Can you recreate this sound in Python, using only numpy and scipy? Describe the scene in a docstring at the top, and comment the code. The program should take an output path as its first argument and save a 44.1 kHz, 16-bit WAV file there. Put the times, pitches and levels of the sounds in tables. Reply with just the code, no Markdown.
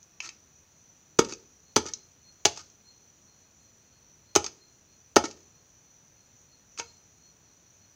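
"""Beating a scorpion at night

A plastic pipe with an elbow is beaten on a scorpion on hard, gritty ground. Each blow crunches
through grit, thuds and rings the air in the pipe. The elbow taps and skids, pebbles land, and
nearby walls echo. Crickets trill and chirp in the distance over the low rumble of the night air.
The hardest blows overload the microphone."""
import sys
import numpy as np
from scipy import signal
from scipy.fft import rfft, irfft, next_fast_len
from scipy.io import wavfile
from scipy.ndimage import uniform_filter1d, map_coordinates

SR = 44100
rng = np.random.default_rng(int(sys.argv[2]) if len(sys.argv) > 2 else 0)


def unload_wav(signal):
    """Save mono or channel-first audio to the path in sys.argv[1] as 16-bit WAV at rate SR, clipped to [-1, 1]."""
    wavfile.write(
        sys.argv[1],
        SR,
        np.round(np.clip(np.atleast_2d(signal).T, -1, 1) * 32767).astype(np.int16),
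    )


N = 350991

# Tone of the night air and hiss: pitch_hz, gain_db (a gain is a relative level)
NIGHT_TONE = [(20, -22.5), (45, -10), (80, 0), (160, -3), (300, -9), (1000, -15.5), (3000, -20),
              (7000, -21.5), (7900, -32.5), (13800, -34), (15000, -27), (15500, -19.5), (15900, -47)]
# Far trilling insects: pitch_hz, width_hz, level_db, swell_db
TRILLS = [(2510, 150, -85, 2), (4250, 300, -82.5, 3), (5740, 240, -72, 2), (5990, 260, -64, 1.44),
          (6584, 560, -72, 2), (7120, 320, -78.5, 3)]
# The nearer cricket's loud calls: middle_s, level_db
LOUD_CHIRPS = [(1.67, -64), (2.0, -63.5), (2.275, -58), (2.885, -57.5), (4.31, -61.5), (4.63, -60),
               (6.53, -63.5), (6.88, -60), (7.26, -61.5)]

# Echoes off the ground and near wall: pitch_hz, fade_s (the time to die away by 60 dB)
NEAR_FADES = [(100, 0.11), (400, 0.075), (1500, 0.092), (6000, .1), (12000, 0.03)]
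# Their tone: pitch_hz, gain_db
NEAR_TONE = [(100, 1), (400, 5), (900, 0), (2000, 4.5), (6000, 0), (12000, 11)]
# Echoes from the yard: pitch_hz, fade_s
YARD_FADES = [(100, .55), (280, .28), (420, .55), (650, .28), (1500, 0.23), (6000, .38), (12000, 0.14)]
# Their tone: pitch_hz, gain_db
YARD_TONE = [(100, 4.5), (250, -4.5), (420, -2), (700, 2.5), (2500, 1), (6000, -4.5), (12000, 2)]

# Tone of a pebble's tick: pitch_hz, gain_db
PEBBLE_TONE = [(300, -50), (1500, -30), (2500, -11), (3500, -12), (5000, -1), (6400, 9.5), (7300, -9),
               (9000, -42), (16000, -53)]
# Loose sand under a light touch: pitch_hz, gain_db
SAND_TONE = [(200, -45), (900, -7), (1400, -6.5), (2000, -14), (2600, -7), (3700, -6), (4800, 0),
             (5500, 1.5), (6400, 6), (7300, -8.5), (8500, -20), (10000, -31.5), (15000, -40),
             (16500, -50.5)]
# A full blow's gritty crack, with the high fizz of an overloaded microphone: pitch_hz, gain_db
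CRACK_TONE = [(40, -40), (150, -25), (600, -7.5), (1400, -2.5), (2000, -10), (2500, -6.5), (3200, -2.5),
              (3900, -3), (4700, 0.5), (5400, -0.5), (6300, 8), (7200, -7.5), (8500, -16.5), (13000, -32),
              (15200, -21), (16500, -32)]
# The pipe knocking on the ground: pitch_hz, gain_db, fade_s
PIPE_NOTES = [(236, -12.5, .04), (317.2, -3.5, 0.03), (407, -1.5, 0.023), (760, -14, 0.011),
              (886, -13.5, 0.048), (1277.5, -9.5, .03), (1433.5, -13.5, 0.022), (1830, -18.5, 0.029),
              (2220, -24, 0.043)]
# The elbow's rim: pitch_hz, gain_db, fade_s
RIM_NOTES = [(1820, -7.5, .02), (2276, -1, 0.03), (2596, 7.5, 0.019), (3070, -5, 0.023)]
# The elbow landing on its side: pitch_hz, gain_db, fade_s
SIDE_NOTES = [(547.4, -10.5, 0.058), (685, -0.5, 0.032)]
# The dull thump of packed earth: pitch_hz, gain_db, fade_s
EARTH_NOTES = [(83.5, -29.5, 0.31), (122, -17.5, 0.04)]
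# The air in the pipe, lowest note first: gain_db, fade_s
AIR_NOTES = [(-1, .19), (0.5, 0.14), (-7, 0.048), (-15.5, 0.064)]

# Flung pebbles land: start_s, level_db
PEBBLE_LANDINGS = [(0.029, -44.5), (1.336, -31), (1.9363, -19.5), (2.7, -46)]
# The elbow drags over grit: start_s, length_s, level_db
SKIDS = [(.22, 0.064, -46), (1.283, 0.056, -46.5), (1.854, 0.046, -41.5), (2.554, 0.066, -47.5),
         (4.43, 0.055, -48), (5.236, .03, -37.5), (6.784, 0.0179, -38.5)]
# Light taps and bounces: start_s, click_db, thud_db, rim_db
TAPS = [(0.203, -30.5, -72, -31), (.246, -41, -67, -42.5), (.29, -33, -72, -38.5),
        (1.247, -29.5, -59.5, -47), (1.323, -29, -30.5, -48), (1.8553, -42, -29.5, -56),
        (2.574, -29, -46, -72), (4.443, -24.5, -51, -60), (4.463, -25.5, -40, -45), (5.239, -31, -19, -48),
        (5.311, -38.5, -56.5, -51), (6.776, -36, -58.5, -48.5), (6.799, -42, -50, -38)]
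# Blows, each touching the grit lead_s before it lands:
# start_s, lead_s, thud_db, tilt_db_per_octave, side_db, crack_db, earth_db, air_hz, air_db
BLOWS = [(1.1906, .0025, -3.5, -1.5, -24, -11, -26, 461.6, -23),
         (1.7641, .0031, -8, -2, -23, -9.5, -11, 426, -26),
         (2.454, .0026, -15, -1, -18.5, -6.5, -10, 423, -34),
         (4.3602, .0075, -5.5, 1.5, -21, -9, -8, 416.3, -38),
         (5.1644, .0046, 0, 1.37, -10.5, -8, -10, 420, -28),
         (6.797, .008, -35, 15, -37, -27, -31, 466.4, -40)]

T = np.arange(SR // 2) / SR  # half a second of time for one short sound


def amp(db):
    """Turn decibels into a multiplier."""
    return 10 ** (np.asarray(db) / 20)


def unit(x):
    """Scale a sound to an average power of 1."""
    return x / np.sqrt(np.mean(x ** 2) + 1e-20)


def along(points, hz):
    """Read between the rows of a (pitch, value) table."""
    pitches, values = np.transpose(points)
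    return np.interp(np.log(hz + 1), np.log(pitches), values)


def fade(fade_s, t=T):
    """Start at t = 0 and die away by 60 dB in fade_s."""
    return (t >= 0) * amp(-60 * np.abs(t) / max(fade_s, .002))


def rise(rise_s):
    """Climb smoothly from 0 to 1."""
    return 1 - np.exp(-T / rise_s)


def add(track, start_s, x):
    """Mix a sound into the track."""
    part = track[max(round(start_s * SR), 0):][:len(x)]
    part += x[:len(part)]


def wobble(rate_hz):
    """A smooth curve through rate_hz random points a second."""
    points = rng.standard_normal(int(N * rate_hz / SR) + 4)
    return map_coordinates(points, [np.arange(N) * rate_hz / SR])


def filtered(x, gain_at):
    """Turn each pitch up or down by gain_at(hz)."""
    size = next_fast_len(N + SR // 2)
    return irfft(rfft(x, size) * gain_at(np.fft.rfftfreq(size, 1 / SR)), size)[:N]


def band(hz, width_hz):
    """A narrow hiss around one pitch."""
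    return unit(filtered(rng.standard_normal(N), lambda f: np.exp(-2 * ((f - hz) / width_hz) ** 2)))


def night(level_db=-64.5):
    """The night air rumbles steadily over a faint hiss."""
    return amp(level_db) * unit(filtered(rng.standard_normal(N), lambda hz: amp(along(NIGHT_TONE, hz))))


def far_insects(flutter_db=.15, pulse_db=-88.5, first_pulse_s=.06, pulse_every_s=.187):
    """Many far insects blur into a fluttering trill, and a high one pulses above them."""
    trill = sum(amp(db + swell_db * wobble(12) + flutter_db * wobble(76)) * band(hz, width_hz)
                for hz, width_hz, db, swell_db in TRILLS)
    pulses = np.cos(np.pi * (np.arange(N) / SR - first_pulse_s) / pulse_every_s) ** 2
    return trill + amp(pulse_db) * pulses * band(8600, width_hz=800)


def cricket(pitch_hz=4237, scatter_hz=32, waver_hz=30, first_s=1.37, every_s=.323,
            soft_db=-68.5, half_chirp_s=.03, stroke_db=2.5, echo_db=-2):
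    """A nearer cricket chirps with uneven wing strokes; a loud call replaces a soft one."""
    beats = np.arange(first_s, N / SR, every_s)
    levels = soft_db + 2 * rng.standard_normal(len(beats))
    soft_chirps = [(s, db) for s, db in zip(beats, levels)
                   if all(abs(s - loud_s) > every_s / 2 for loud_s, _ in LOUD_CHIRPS)]
    chirps = np.zeros(N)
    t = T - T.mean()
    for middle_s, db in LOUD_CHIRPS + soft_chirps:
        waver = waver_hz * unit(uniform_filter1d(rng.standard_normal(len(T)), size=200))
        hz = pitch_hz + scatter_hz * rng.normal() + waver
        wings = np.sin(2 * np.pi * np.cumsum(hz) / SR)
        add(chirps, middle_s + t[0], amp(db) * wings / (1 + np.abs(t / half_chirp_s) ** 3))
    chirps *= amp(stroke_db * wobble(64))
    # distance gives each chirp a ragged trail of echoes
    trail = rng.standard_normal(len(T)) * fade(.53)
    return chirps + amp(echo_db) * signal.fftconvolve(chirps, trail / np.linalg.norm(trail))[:N]


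def echoes(fades, tone, build_s):
    """A blur of echoes builds up, then each pitch fades at its own speed."""
    hz, t, noise = signal.stft(rng.standard_normal(len(T)), SR, nperseg=256)
    gain_db = along(tone, hz)[:, None] - 60 * t / along(fades, hz)[:, None]
    tail = signal.istft(noise * amp(gain_db), SR, nperseg=256)[1][:len(T)]
    tail *= 1 - np.exp(-(T / build_s) ** 2)
    return tail / np.linalg.norm(tail)


def in_yard(x, near_db=-7, yard_db=-17):
    """A sound bounces quickly off the ground and near wall, and faintly around the yard."""
    paths = amp(near_db) * echoes(NEAR_FADES, NEAR_TONE, build_s=.0024)
    paths += amp(yard_db) * echoes(YARD_FADES, YARD_TONE, build_s=.0068)
    paths[0] += 1  # the sound that comes straight to the ear
    return signal.fftconvolve(x, paths)


def grain(tone):
    """One grain cracks: a tiny click with the given tone."""
    shape = irfft(np.log(amp(along(tone, np.fft.rfftfreq(len(T), 1 / SR)))))
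    # folding the late half onto the early half gives the click a sharp start
    shape[1:len(T) // 2] *= 2
    shape[len(T) // 2:] = 0
    click = irfft(np.exp(rfft(shape)))
    return click / np.linalg.norm(click)


def crunch(pressure, tone, spread_db):
    """Grains of uneven size crack, louder the harder they are pressed."""
    sizes = amp(spread_db * np.clip(rng.standard_normal(len(T)), -2, 2))
    cracks = unit(rng.standard_normal(len(T)) * sizes) * pressure
    return signal.fftconvolve(cracks, grain(tone))[:len(T)]


def ring(notes, tilt=0, scatter_db=1.87, rise_s=.00047):
    """A struck thing rings a little differently each time; tilt (dB per octave) favours high notes."""
    sound = np.zeros(len(T))
    for k, (hz, db, fade_s) in enumerate(notes):
        strength = amp(db + tilt * np.log2(hz / 880) + scatter_db * rng.normal())
        sound += (-1) ** k * strength * fade(fade_s) * np.sin(2 * np.pi * hz * T)
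    return sound * rise(rise_s)


def thud(tilt, bass_cut_hz=110):
    """The pipe knocks; so small a body gives off little bass."""
    bass_cut = signal.butter(1, bass_cut_hz, "high", fs=SR, output="sos")
    return signal.sosfilt(bass_cut, ring(PIPE_NOTES, tilt))


def pipe_air(hz, base_db, overtone_db):
    """The air in the pipe rings at multiples of a pitch set by how far the ground covers the mouth."""
    return sum(amp(db + (overtone_db if k else base_db)) * fade(fade_s)
               * np.sin(2 * np.pi * (k + 1) * hz * T) for k, (db, fade_s) in enumerate(AIR_NOTES))


def pebbles():
    """Each pebble thrown up by the pipe lands with one thin, bright tick."""
    track = np.zeros(N)
    for start_s, db in PEBBLE_LANDINGS:
        tick = crunch(fade(.014) * rise(.00019), PEBBLE_TONE, spread_db=3.5)
        add(track, start_s, amp(db) * in_yard(tick))
    return track


def skids(catches_per_s=250, trickle_db=-14, pipe_db=-9):
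    """The rim catches on grain after grain, jolting the pipe, and loosened sand trickles on."""
    track = np.zeros(N)
    for start_s, length_s, db in SKIDS:
        stroke = np.clip(3 * np.sin(np.pi * np.minimum(T / length_s, 1)), 0, 1)
        trickle = amp(trickle_db) * fade(.47, T - length_s)
        catches = (rng.random(len(T)) < catches_per_s / SR) * rng.uniform(.14, 1, len(T))
        drag = unit(signal.fftconvolve(catches, fade(.0084))[:len(T)] + .36)
        pressure = drag * (stroke + trickle)
        knock = thud(tilt=7)
        shaking = pressure * rng.standard_normal(len(T))
        jolts = signal.fftconvolve(shaking, knock / np.linalg.norm(knock))[:len(T)]
        scrape = crunch(pressure, SAND_TONE, spread_db=4)
        add(track, start_s, amp(db) * in_yard(scrape + amp(pipe_db) * jolts))
    return track


def taps():
    """Light touches click and ring the rim, with little weight behind them."""
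    track = np.zeros(N)
    for start_s, click_db, thud_db, rim_db in TAPS:
        click = crunch(amp(click_db) * fade(.023) * rise(.0003), SAND_TONE, spread_db=1)
        pipe = amp(thud_db) * thud(tilt=-1.5) + amp(rim_db) * ring(RIM_NOTES)
        add(track, start_s, in_yard(click + pipe))
    return track


def blows(touch_fade_s=.04, snap_fade_s=.0058, crumble_fade_s=.025):
    """The elbow touches the grit, then lands fully: a snap, crumbling grit and a hollow knock."""
    track = np.zeros(N)
    for start_s, lead_s, thud_db, tilt, side_db, crack_db, earth_db, air_hz, air_db in BLOWS:
        tone = CRACK_TONE if crack_db > -20 else SAND_TONE  # a gentle blow only shifts the sand
        touch = crunch(amp(crack_db - 7.5) * fade(touch_fade_s), tone, spread_db=3)
        pressure = (fade(snap_fade_s) + fade(crumble_fade_s)) * rise(.00076)
        crack = crunch(amp(crack_db) * pressure, tone, spread_db=2.5)
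        air = pipe_air(air_hz, air_db, overtone_db=-23.5 + .36 * thud_db)
        pipe = amp(thud_db) * thud(tilt) + amp(side_db) * ring(SIDE_NOTES)
        earth = amp(earth_db) * ring(EARTH_NOTES, rise_s=.0047)
        rim = amp(crack_db - 22) * ring(RIM_NOTES)
        add(track, start_s - lead_s, in_yard(touch))
        add(track, start_s, in_yard(crack + air + pipe + earth + rim))
    return track


def scene():
    """The beating pipe in front of the insects and the night air."""
    return (blows() + taps() + skids() + pebbles() + far_insects() + cricket() + night())[None]


def record(dry, top_hz=15900):
    """The loudest peaks are squashed, and the highest treble is cut off."""
    squashed = dry[0] / (1 + np.abs(dry[0]) ** 6) ** (1 / 6)
    return filtered(squashed, lambda hz: hz < top_hz)[None]


dry = scene()
out = record(dry)
unload_wav(out)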